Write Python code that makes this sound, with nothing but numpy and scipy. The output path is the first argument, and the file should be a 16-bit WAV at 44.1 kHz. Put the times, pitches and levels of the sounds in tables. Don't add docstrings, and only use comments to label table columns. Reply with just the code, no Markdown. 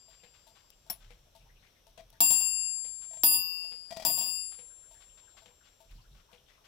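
import sys
import numpy as np
from scipy import signal
from scipy.fft import rfft, irfft, next_fast_len
from scipy.io import wavfile
from scipy.ndimage import map_coordinates

SR = 44100
rng = np.random.default_rng(int(sys.argv[2]) if len(sys.argv) > 2 else 0)


def generate_wav(sig):
    pcm = np.round(np.clip(np.atleast_2d(sig).T, -1, 1) * 32767).astype(np.int16)
    wavfile.write(sys.argv[1], SR, pcm)


N = 294383
TIME = np.arange(N) / SR

# frequency in Hz, level in dB.
AIR_COLOUR = [(18, -12.5), (30, -4), (59, -2.5), (252, -16.5), (526, -12), (760, -17), (1630, -21.5),
              (1910, -24.5), (3490, -17), (4910, -25), (5740, -14), (6720, -29.5), (14800, -27.5),
              (16000, -41)]
HANDLING_COLOUR = [(15, -22), (38, 8), (60, -13.5), (130, -10.5), (250, -28.5), (600, -51.5)]
RUB_COLOUR = [(100, -7), (400, -12), (650, -3), (1200, 1.5), (1900, 1.5), (3200, 4), (5500, -3),
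              (9000, -12), (16000, -22.5)]
TOCK_COLOUR = [(100, -5), (200, 7.5), (330, -18), (750, 4), (1100, -4), (1800, -4), (2350, 3), (3700, -0.5),
               (5000, -8.5), (9000, -15), (16000, -28)]
TICK_COLOUR = [(100, -12), (400, -8), (800, 0), (1400, -12), (3500, 6.5), (7000, -3), (12000, -1),
               (16000, -9)]
SLIP_COLOUR = [(60, -18), (210, 11.5), (330, -14.5), (800, 7.5), (1400, -6), (3300, -0.5), (5700, 0),
               (8000, -10), (15000, -14)]
SNAP_COLOUR = [(60, -20), (200, 9.5), (350, -14), (800, 9), (1300, -3.5), (3500, 2), (8500, -6), (10200, 4),
               (13000, -6), (14300, 14), (16000, -11)]
SIZZLE_COLOUR = [(9000, -58.5), (14900, -27.5), (15350, -4), (15550, 1.5), (15750, -9.5), (16100, -39)]
CLATTER_COLOUR = [(60, -21), (150, -3.5), (400, -4), (520, -12), (850, .5), (1400, -13), (2000, -11.5),
                  (3500, 0), (4300, -6.5), (5500, 3.5), (6700, -8), (8400, -10), (10500, 1), (15800, -2.5)]

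# pitch in Hz, level in dB, 60 dB decay time in seconds.
RUB_MODES = [(610, -19, .3), (785, -11.5, 0.21), (1128, -10.5, .2), (1530, -10, 0.22), (3470, -7, .2)]
TOCK_MODES = [(488.6, -1, 0.24)]
TICK_MODES = [(657, 4.5, .25), (900, 3, 0.192)]
SLIP_MODES = [(654, 4, 0.156), (690, 2.5, .12), (1930, -9, 0.12), (2395, -7, 0.086), (3280, -6, .1),
              (7950, -12, .1)]
SNAP_MODES = [(664, -6.5, 0.15), (920, -10.5, 0.083), (1674, -13, 0.077), (5490, 10.5, 0.08),
              (7610, 3.5, 0.054), (10160, 0, 0.14), (11850, 6.5, 0.076), (14230, 9, 0.051)]
CASE_MODES = [(145.1, -20.5, 0.58), (215, -17, 0.31), (301.6, -18, 0.32), (633, -20.5, 0.45),
              (690, -10, 0.19), (790, -14, .2), (935, -7.5, 0.2), (3370, -18.5, 0.293), (5471, -15, 0.18),
              (9523, -16.5, 0.256), (11650, -17, 0.2), (14450, -19, .25)]

# peak time in seconds, half length in seconds, level in dB.
GRIP_SHIFTS = [(1.05, .15, -59.5), (1.48, .2, -64), (2.25, .25, -64), (3.28, .1, -63), (4.1, .1, -65),
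               (5.95, .06, -54.5), (6.15, .06, -55)]
# start in seconds, level in dB, 60 dB decay time in seconds.
RUBS = [(.10, -57, .4), (.335, -57.5, .41), (.55, -55, .35), (1.0, -57, .62), (1.62, -60, .6),
        (3.015, -52, .21), (4.51, -54, .3), (5.0, -52.5, .28), (5.17, -53.5, .18), (5.366, -47, .17),
        (5.65, -57.5, .35), (5.9, -60, .35), (6.145, -57, .36), (6.48, -58, .5), (6.64, -56, .5)]
# start in seconds, level in dB.
CLICKS = [(.703, -48), (2.102, -53), (5.913, -61)]
# start in seconds, level in dB, crack in dB relative to that level.
TICKS = [(.082, -63, 0), (.468, -59, -7), (.863, -63, -3), (1.350, -57.5, -5), (1.867, -62.5, 0),
         (2.127, -63, 8), (3.133, -56.5, 3), (3.642, -58.5, 4), (4.91, -59, -6), (5.42, -62.5, -4),
         (5.803, -59.5, -10), (6.315, -64, -8)]
SLIPS = [(1.977, -53, -7), (1.992, -51, -14), (3.107, -58, -7), (3.17, -57, 0), (3.906, -42.5, -8),
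         (3.922, -41, -10), (3.963, -43, -7), (3.969, -42.5, 16.5), (3.997, -40.5, -7), (4.022, -42, 11),
         (4.06, -40, 3), (4.097, -42, -3)]
BOUNCES = [(2.306, -32, 10), (2.405, -43, -14), (3.313, -40, 2), (3.345, -37, 3), (4.174, -36, -7),
           (4.21, -38.5, -8), (4.265, -44, -2)]
# start in seconds, level in dB, 60 dB decay time in seconds,
# relative crack in dB.
SNAP_HITS = [(.899, -36, 0.19, 7), (.9035, -37.5, 0.054, 0)]

# pitch in Hz, level in dB, 60 dB decay time in seconds,
# right side relative to left in dB, phase lead of the left side in radians.
BELL_PARTIALS = [(1071, -48, 1.1, -11, 0.46), (2739, -35.7, 2.4, -29, 2.5), (4864.5, -29.3, 3.0, -18, 2.1),
                 (7398, -26.2, 3.04, -16.5, 0.8), (10326, -25.2, 1.75, -12, 1.5),
                 (13652, -19.8, 0.5, -1.5, .85)]
# start in seconds,
# strength in dB, pitch the contact point favours in Hz, pitch it slights in Hz,
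# free ringing in seconds, edge in Hz below which the ring then fades early.
STRIKES = [(-1.8, 3, 6200, 2700, 2.6, 5200), (2.2045, -.5, 7400, 3900, .47, 5350),
           (3.2345, .5, 11800, 7400, .41, 5200), (4.050, -4, 6200, 3400, .35, 6600)]
# start in seconds, centre in Hz, loss in dB.
RING_DROPS = [(2.37, 9000, 7), (3.35, 9050, 28), (4.17, 8500, 8.5), (4.47, 8700, 8.5)]

STEEL_RISE_S = .00012


def from_db(db):
    return np.exp(np.asarray(db) * (np.log(10) / 20))


def bump(distance, width):
    return np.exp(-(distance / width) ** 2)


def drift(rate, size):
    knots = rng.standard_normal(512)
    coarse = np.arange(0, size + 32, 32)
    wobble = map_coordinates(knots, [coarse * rate / SR], mode="wrap")
    return np.interp(TIME[:size], coarse / SR, wobble)


def echoes(rate, size):
    return (drift(rate, size) + 1j * drift(rate, size)) / np.sqrt(2)


def stereo_noise(colour, alike, size):
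    hz, db = np.transpose(colour)
    padded = next_fast_len(size, True)
    bins = np.maximum(np.fft.rfftfreq(padded, 1 / SR), 1)
    eq = from_db(np.interp(np.log(bins), np.log(hz), db))
    noise = irfft(rfft(rng.standard_normal((3, padded))) * eq, padded)[:, :size]
    noise /= noise.std()
    return np.sqrt(alike) * noise[0] + np.sqrt(1 - alike) * noise[1:]


def add(out, s, sound):
    at = max(int(s * SR), 0)
    out[:, at:at + sound.shape[-1]] += sound[:, :N - at]


def knocks(events, colour, modes, right_db, alike, rattle_db, rise_s, rattle_rate=400,
           crack_s=.0016, blur_rate=60, echo_s=.025, dull_hz=6000, treble_t60=.88):
    out, size = np.zeros((2, N)), 2 ** 14
    age = TIME[:size]
    wet = 1.2 * (1 - np.exp(-age / echo_s))
    rings = [from_db(db - 60 * age / t60) * np.exp(2j * np.pi * hz * age) / np.hypot(1, wet)
             for hz, db, t60 in modes]
    washes = stereo_noise(colour, alike, size * len(events))
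    lows = signal.sosfiltfilt(signal.butter(2, dull_hz, fs=SR, output="sos"), washes)
    for k, (s, db, t60, crack_db) in enumerate(events):
        rattle = from_db(rattle_db * drift(rattle_rate, size))
        tail = rattle / np.sqrt(np.mean(rattle ** 2)) * from_db(-60 * age / t60)
        crack = from_db(crack_db) * np.exp(-age / crack_s)
        span = slice(k * size, (k + 1) * size)
        treble = (washes[:, span] - lows[:, span]) * from_db(-60 * age / treble_t60)
        sound = (crack + tail) * (lows[:, span] + treble)
        for ring in rings:
            phase = np.exp(2j * np.pi * rng.random())
            sound += np.imag(ring * phase * (1 + wet * echoes(blur_rate, size)))
        add(out, s, from_db(db) * sound * (1 - np.exp(-age / rise_s)))
    return out * from_db([[0], [right_db]])


def room_air(level_db=-67.5):
    return from_db(level_db) * stereo_noise(AIR_COLOUR, .25, N) * from_db([[1.5], [-1.5]])


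def handling(rest_db=-73, waver_db=1.5):
    swells = sum(from_db(db) * bump(TIME - s, half_s) for s, half_s, db in GRIP_SHIFTS)
    waver = from_db(waver_db * drift(5, N))
    return (from_db(rest_db) + swells) * waver * stereo_noise(HANDLING_COLOUR, .82, N)


def rustle(count=70, level_db=-68.5, spread_db=3, low_hz=600, high_hz=4600, swell_s=.014, right_db=-10):
    out, age = np.zeros((2, N)), TIME[:SR // 6]
    swell = age / swell_s * np.exp(1 - age / swell_s)
    for when, pitch, strength in rng.random((count, 3)):
        hz = low_hz * (high_hz / low_hz) ** pitch
        band = signal.butter(2, [hz / 1.12, hz * 1.12], "band", fs=SR, output="sos")
        scuff = signal.sosfilt(band, rng.standard_normal((2, len(age))))
        add(out, when * N / SR, from_db(level_db + spread_db * strength) * swell * scuff / scuff.std())
    return out * from_db([[0], [right_db]])


def finger_rubs(touch_db=-8):
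    strokes = [(s, db, t60, touch_db) for s, db, t60 in RUBS]
    return knocks(strokes, RUB_COLOUR, RUB_MODES, right_db=-15, alike=.372, rattle_db=2.5,
                  rise_s=.007, rattle_rate=150)


def far_clock(start_s=.234, period_s=.8706, level_db=-53.5, t60=.22, crack_db=2):
    beats = [(s, level_db, t60, crack_db) for s in np.arange(start_s, N / SR, period_s)]
    return knocks(beats, TOCK_COLOUR, TOCK_MODES, right_db=-11, alike=.5, rattle_db=2.5, rise_s=.001)


def gear_clicks(t60=.02):
    clicks = [(s, db, t60, 0) for s, db in CLICKS]
    return knocks(clicks, CLATTER_COLOUR, [], right_db=-10, alike=.4, rattle_db=2, rise_s=STEEL_RISE_S)


def escapement(t60=.33):
    ticks = [(s, db, t60, crack_db) for s, db, crack_db in TICKS]
    return knocks(ticks, TICK_COLOUR, TICK_MODES, right_db=-14.5, alike=.5, rattle_db=3, rise_s=.00088)


def lever_slips(t60=.12):
    slips = [(s, db, t60, crack_db) for s, db, crack_db in SLIPS]
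    return knocks(slips, SLIP_COLOUR, SLIP_MODES, right_db=-11, alike=.308, rattle_db=4, rise_s=.0013)


def lever_snap():
    return knocks(SNAP_HITS, SNAP_COLOUR, SNAP_MODES, right_db=-10.5, alike=.4, rattle_db=3,
                  rise_s=.00077)


def hammer_contacts(blow_db=-25.7, blow_t60=.28, blow_crack_db=11.5, bounce_t60=.35):
    blows = [(s, blow_db + .3 * db, blow_t60, blow_crack_db + db) for s, db, *_ in STRIKES if s > 0]
    return blows + [(s, db, bounce_t60, crack_db) for s, db, crack_db in BOUNCES]


def high_sizzle(trim_db=-5):
    return from_db(trim_db) * knocks(hammer_contacts(), SIZZLE_COLOUR, [], right_db=-8, alike=.32,
                                     rattle_db=4, rise_s=.002)


def train_clatter():
    return knocks(hammer_contacts(), CLATTER_COLOUR, CASE_MODES, right_db=-9, alike=.16, rattle_db=2,
                  rise_s=STEEL_RISE_S, rattle_rate=250)


def bounce_kick(hz, since_s, lift_db_per_hz=1.6 / 7400, kick_rad=1.11, spread_rad=.37, kick_s=.015):
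    angle = rng.choice([-1, 1]) * kick_rad + spread_rad * rng.standard_normal()
    kick = from_db(lift_db_per_hz * hz) * np.exp(1j * angle)
    return 1 + (kick - 1) * np.clip(since_s / kick_s, 0, 1)


def partial_swing(hz, level_db, t60, attack_s=.0016, favour_db=6, favour_octaves=.35,
                  fade_db_per_s=125, fade_width_hz=1500, drop_s=.09, drop_octaves=.45):
    swing = np.zeros(N, complex)
    ends = [s for s, *_ in STRIKES[1:]] + [N / SR]
    for (s, db, favoured_hz, slighted_hz, free_s, edge_hz), end in zip(STRIKES, ends):
        span = slice(max(int(s * SR), 0), int(end * SR))
        t = TIME[span]
        age = np.maximum(t - s, 0)
        favoured = bump(np.log2(hz / favoured_hz), favour_octaves)
        slighted = bump(np.log2(hz / slighted_hz), favour_octaves)
        ring_db = level_db + db + favour_db * (favoured - slighted) - 60 * age / t60
        fade_share = np.clip((edge_hz - hz) / fade_width_hz, 0, 1)
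        ring_db -= fade_db_per_s * fade_share * np.maximum(age - free_s, 0)
        for when, centre_hz, loss_db in RING_DROPS:
            if s < when < end:
                nearness = bump(np.log2(hz / centre_hz), drop_octaves)
                ring_db -= loss_db * nearness * np.clip((t - when) / drop_s, 0, 1)
        ring = from_db(ring_db) * (1 - np.exp(-age / attack_s)) * np.exp(2j * np.pi * rng.random())
        for when, *_ in BOUNCES:
            if s < when < end:
                ring *= bounce_kick(hz, t - when)
        swing[span] = ring
    return swing


def bell(flutter=.5, flutter_rate=40, echo_s=.1, sway_db=1.5, sway_hz=7400, right_sway_db=3,
         right_sway_rad=.55, sway_rate=4):
    fresh = np.zeros(N)
    for s, *_ in hammer_contacts():
        fresh = np.maximum(fresh, np.exp(-np.abs(TIME - s) / echo_s) * (TIME > s))
    out = np.zeros((2, N))
    for hz, level_db, t60, right_db, lead in BELL_PARTIALS:
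        tone = np.sqrt(2) * partial_swing(hz, level_db, t60) * np.exp(2j * np.pi * hz * TIME)
        left = from_db(sway_db * min(hz / sway_hz, 1) * drift(sway_rate, N))
        right_gain = from_db(right_db + right_sway_db * drift(sway_rate, N))
        right = right_gain * np.exp(-1j * (lead + right_sway_rad * drift(sway_rate, N)))
        for side, path in enumerate([left, right]):
            out[side] += np.imag(tone * path * (1 + flutter * fresh * echoes(flutter_rate, N)))
    return out


def scene():
    strike = bell() + train_clatter() + high_sizzle()
    works = lever_snap() + lever_slips() + escapement() + gear_clicks()
    background = far_clock() + finger_rubs() + room_air() + rustle() + handling()
    return strike + works + background


def record(dry, apart_hz=200, cutoff_hz=15950):
    mid, side = (dry[0] + dry[1]) / 2, (dry[0] - dry[1]) / 2
    side = signal.sosfilt(signal.butter(1, apart_hz, "high", fs=SR, output="sos"), side)
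    top_cut = signal.ellip(10, .1, 80, cutoff_hz, fs=SR, output="sos")
    return signal.sosfilt(top_cut, [mid + side, mid - side])


dry = scene()
out = record(dry)
generate_wav(out)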